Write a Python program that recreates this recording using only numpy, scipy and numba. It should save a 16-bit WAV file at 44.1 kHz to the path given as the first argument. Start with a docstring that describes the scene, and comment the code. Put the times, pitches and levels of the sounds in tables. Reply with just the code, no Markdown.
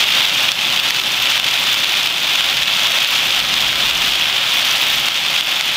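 """Inside a car driving slowly in heavy rain, heard by a small camera on the dashboard.
Thousands of random drops merge to a hiss; nearer ones are short noise splats that tap and tick on the glass.
Below, filtered noise makes the road rumble and boom, and two wavering sines make the engine hum.
The camera's gain control ducks after the loudest drops and recovers more slowly."""
import sys
import numpy as np
from scipy import signal
from scipy.fft import rfft, irfft
from scipy.io import wavfile
from scipy.ndimage import uniform_filter1d
from numba import njit

SR = 44100
rng = np.random.default_rng(int(sys.argv[2]) if len(sys.argv) > 2 else 0)


def volts_from_decibels(level):
    """Turn decibel levels (scalar or array-like) into linear amplitude factors."""
    exponent = np.asarray(level, float) / 20
    return 10 ** exponent


def wav_out(sig):
    """Save sig, one row per channel (or a flat mono array), as 16-bit PCM at SR to the path in sys.argv[1]."""
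    wavfile.write(sys.argv[1], SR, np.round(np.clip(np.atleast_2d(sig).T, -1, 1) * 32767).astype(np.int16))


N = 254016


def level(x, db):
    """RMS normalization: scale to a level [dB], fixed or one value a sample."""
    return x * volts_from_decibels(db) / np.sqrt(np.mean(x ** 2))


def curve(table):
    """Linear interpolation: the columns of a time table, one value a sample."""
    time_s, *columns = np.transpose(table)
    return [np.interp(np.arange(N) / SR, time_s, column) for column in columns]


def response(points, size=4096):
    """Minimum phase: a folded cepstrum turns a colour into a causal impulse response."""
    hz, db = np.transpose(points)
    bins_hz = np.maximum(np.arange(size // 2 + 1) * SR / size, 1)
    spectrum_db = np.interp(np.log(bins_hz), np.log(hz), db)
    cepstrum = irfft(np.log(volts_from_decibels(spectrum_db)))
    cepstrum[1:size // 2] *= 2
    cepstrum[size // 2 + 1:] = 0
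    return irfft(np.exp(rfft(cepstrum)))[:size // 2]


def colour(x, h):
    """Linear filtering: convolve x with impulse response h."""
    return signal.fftconvolve(x, h)[:len(x)]


def noise():
    """White noise: equal mean power at every frequency."""
    return rng.standard_normal(N)


def walk(rate):
    """Band-limited modulation: random values, rate a second, smoothed twice; rms about 0.43."""
    k = int(SR / rate)
    steps = np.repeat(rng.standard_normal(N // k + 1), k)
    return 0.58 * uniform_filter1d(uniform_filter1d(steps, k), k)[:N]


def patter(rate, spread_db, spread_s):
    """Shot noise: random drops, many small and few large, each a noisy splat that swells and fades."""
    hit = rng.random(N) < rate / SR
    size_db = np.minimum(spread_db * rng.exponential(size=N), 2.13 * spread_db)
    fade = np.exp(-1 / (spread_s * SR))
    swell = signal.lfilter([1], np.convolve([1, -fade], [1, -fade]), hit * volts_from_decibels(size_db))
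    return swell * noise()


# glass, cabin and microphone together: (frequency [Hz], relative level [dB per Hz])
GLASS_COLOUR = [(300, -40), (470, -22), (540, -16), (750, -11.5), (1350, -11.5), (1900, -9.5), (2600, -2.5),
                (3480, 0.5), (4050, -7.5), (5000, -11.5), (8500, -24.5), (11500, -30), (14600, -24),
                (16000, -29.5)]


def glass_response():
    """Linear response: glass, cabin and microphone act as one filter."""
    return response(GLASS_COLOUR)


def tap_response():
    """Stiffness control: a drop on stiff glass pushes little bass."""
    return signal.lfilter(*signal.butter(2, 1100, "high", fs=SR), glass_response())


# splash tick: (frequency [Hz], relative level [dB per Hz])
TICK_COLOUR = [(2000, -67), (4000, -3), (6000, 0.5), (8500, -12), (11500, -14.5), (14500, -10.5),
               (15200, -12), (16000, -32)]


def tick_response():
    """Spectral shaping: a splash tick lies mostly in the treble."""
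    return response(TICK_COLOUR)


def far_drops():
    """Superposition: countless far drops blur to a hiss, and the padded roof fills the lows smoothly."""
    hiss = level(noise() * volts_from_decibels(1.8 * walk(40)), -1.65)
    roof = level(signal.lfilter(*signal.butter(2, 1100, fs=SR), noise()), -17.5)
    return colour(hiss + roof, glass_response())


def near_taps():
    """Impact excitation: near drops set the glass ringing, with hard, dry hits among the splats."""
    splats = level(patter(1000, 3.3, 0.00072), -2.5)
    hard_hits = level(patter(120, 4.4, 0.0002), -12)
    return colour(splats + hard_hits, tap_response())


# finest droplets: (frequency [Hz], relative level [dB per Hz])
SPRAY_COLOUR = [(6000, -40), (9000, -17), (12000, -3), (14500, 0), (15300, -2), (16000, -7)]


def splash_ticks():
    """Shot noise: splashes tick at random, and sparser fine droplets crackle on top."""
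    ticks = level(colour(patter(350, 4.7, 0.00054), tick_response()), -16.5)
    crackle = level(colour(patter(70, 7.0, 0.00033), response(SPRAY_COLOUR)), -26.5)
    return ticks + crackle


# cabin resonances: (frequency [Hz], width [Hz], level [dB] before the rain's strength)
CABIN_MODES = [(545.5, 7.6, -31), (1346, 63, -22)]


def cabin_drone():
    """Resonance: narrow cabin modes pick their own pitch out of noise."""
    drone = np.zeros(N)
    for hz, width_hz, db in CABIN_MODES:
        drone += level(signal.lfilter(*signal.iirpeak(hz, hz / width_hz, SR), noise()), db)
    return drone


# rain strength: (time [s], level [dB] before gusts, splash ticks over their usual share [dB])
RAIN_STRENGTH = [(0, -13, 1.5), (.5, -14.5, 0), (.66, -17, 1), (.85, -15.5, 3), (1.15, -17, 2),
                 (1.3, -14, 3.5), (1.5, -16, 3), (2.04, -16, 2.5), (2.14, -19, 0), (2.3, -15, 4),
                 (2.44, -15.5, -1), (2.57, -16, 3), (2.7, -16, -1), (3.0, -13.5, 2.5), (3.28, -15.5, 2.5),
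                 (3.65, -15.5, 1.5), (4.1, -15.5, 2.5), (4.42, -16, -2), (4.65, -15, 5.5), (5.07, -15.5, 3),
                 (5.2, -18, 1), (5.3, -15.5, -0.5), (5.45, -17, 0), (5.76, -17.5, 3)]


def steady_rain():
    """Amplitude modulation: all the small drops and the drone swell together in small random sheets."""
    level_db, splash_db = curve(RAIN_STRENGTH)
    drops = level(far_drops() + near_taps(), 0.89)
    gust_db = 1 * walk(12)
    return (drops + splash_ticks() * volts_from_decibels(splash_db) + cabin_drone()) * volts_from_decibels(level_db + gust_db)


# biggest drops on the glass, before gain control: (time [s], tap peak [dB], tick peak [dB])
BIGGEST_DROPS = [(0.0892, 2.5, -22), (0.4534, -1.5, -22), (0.5179, 6, -26), (0.677, -11, -18),
                 (0.725, -8, -11), (0.7748, -1, -23), (0.7986, -1, -23), (0.9061, 2.5, -20),
                 (0.999, 2, -22), (1.3031, -9, -14), (1.3772, -3, -24), (1.3982, 3, -18), (1.4852, 0, -19),
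                 (1.674, -8, -25), (1.743, 0, -21), (1.8386, -6, -15), (1.9524, -3, -22),
                 (2.0725, 0.5, -27), (2.3351, -7, -18), (2.4074, 4, -23), (2.6322, 0.5, -22),
                 (2.657, -1, -25), (2.7949, -3, -24), (2.8707, -4, -22), (2.9859, 0.5, -21),
                 (3.0468, 4, -23), (3.3272, -4.5, -22), (3.401, 0, -27), (3.6046, -4, -14), (3.729, 0, -25),
                 (3.805, -8, -18), (4.1432, -6, -24), (4.2415, -4, -20), (4.6477, -7, -17),
                 (5.0842, 2.5, -18), (5.4089, 2, -25), (5.6097, 0.5, -26)]


def big_drops(column, h, spread_s, count=220):
    """Impulse excitation: each listed drop is a random splat of count samples ringing h."""
    out = np.zeros(N + 2 * count)
    age = np.arange(count) / (spread_s * SR)
    for drop in BIGGEST_DROPS:
        splat = rng.standard_normal(count) * age * np.exp(-age)
        ring = np.convolve(splat, h[:count])
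        start = int(drop[0] * SR)
        out[start:start + len(ring)] += volts_from_decibels(drop[column]) * ring / np.abs(ring).max()
    return out[:N]


def rain():
    """Superposition: the steady rain plus the taps and ticks of the biggest drops."""
    big_taps = big_drops(1, tap_response(), 0.00053)
    big_ticks = big_drops(2, tick_response(), 0.00091)
    return steady_rain() + big_taps + big_ticks


# road through the body: (time [s], rumble level [dB], boom level [dB] before random heaving)
ROAD_LEVELS = [(0, -38, -50), (.5, -38.5, -55), (1.36, -39.5, -51), (1.96, -40, -55), (2.55, -40, -47),
               (3.1, -39.5, -51), (3.65, -37, -44), (4.1, -37.5, -43), (4.5, -42, -53), (4.8, -39.5, -51),
               (5.76, -42.5, -54)]
# colour of the tyre rumble: (frequency [Hz], relative level [dB per Hz])
RUMBLE_COLOUR = [(56, -34), (95, -13), (108, -8.5), (129, -1), (231, -1), (335, -3.5), (400, -2.5),
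                 (455, -9), (480, -29), (620, -28), (1060, -120)]
# colour of the deep body boom: (frequency [Hz], relative level [dB per Hz])
BOOM_COLOUR = [(13, -22), (22, -5), (43, 5), (81, -1.5), (100, -9), (130, -35), (220, -120)]


def road():
    """Structure-borne sound: the body filters road noise to a rumble and a boom that heaves at random."""
    rumble_db, boom_db = curve(ROAD_LEVELS)
    boom_db = boom_db + 3 * walk(8)
    rumble = level(colour(noise(), response(RUMBLE_COLOUR, size=16384)), rumble_db)
    boom = level(colour(noise(), response(BOOM_COLOUR, size=16384)), boom_db)
    return rumble + boom


# engine hum: (time [s], rms level of the lower order [dB])
HUM_LEVEL = [(0.0, -48), (1.75, -48), (2.05, -66), (2.4, -62), (2.57, -46), (3.0, -55), (3.5, -47),
             (4.2, -48.5), (5.5, -59.5), (5.76, -50)]


def engine():
    """Periodic excitation: two engine orders keep a fixed ratio while their pitch wavers."""
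    hum_db, = curve(HUM_LEVEL)
    lower_hz, upper_hz = 117, 151.3  # mean pitches
    phase = 2 * np.pi * np.cumsum(lower_hz + 1.39 * walk(4.6)) / SR
    orders = np.sin(phase) + volts_from_decibels(-4.5) * np.sin(phase * upper_hz / lower_hz)
    return np.sqrt(2) * orders * volts_from_decibels(hum_db)


def scene():
    """Superposition: rain over the car's own road noise and engine hum."""
    return (rain() + road() + engine())[None]


@njit
def gain_control(x, top, attack, release, depth, ahead):
    """Compression: a peak follower, fast up and slow down, smoothly turns down what exceeds top."""
    y, envelope, gain = np.empty(len(x)), 0., 1.
    for i in range(len(x)):
        peak = abs(x[min(i + ahead, len(x) - 1)])
        envelope += (peak - envelope) * (1. if peak > envelope else release)
        target = min(1., (top / (envelope + 1e-9)) ** depth)
        gain += (target - gain) * attack
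        y[i] = x[i] * gain
    return y


def band_limit(x):
    """A steep low-pass at the top of the band."""
    return signal.sosfilt(signal.butter(12, 16290, fs=SR, output="sos"), x)


def record(dry):
    """Dynamic range limiting: gain control ducks loud drops, then peaks are rounded and the top is cut."""
    attack_s, release_s, ahead_s = .0003, .08, .0002
    ducked = gain_control(dry[0], volts_from_decibels(-3.5), 1 / (attack_s * SR), 1 / (release_s * SR), 0.78,
                          int(ahead_s * SR))
    rounded = ducked / (1 + np.abs(ducked) ** 6) ** (1 / 6)
    top_cut = signal.ellip(9, 2, 60, 15620, fs=SR, output="sos")  # ripple, stop [dB], edge [Hz]
    mix = signal.sosfilt(top_cut, rounded)[None]
    return band_limit(mix)


dry = scene()
out = record(dry)
wav_out(out)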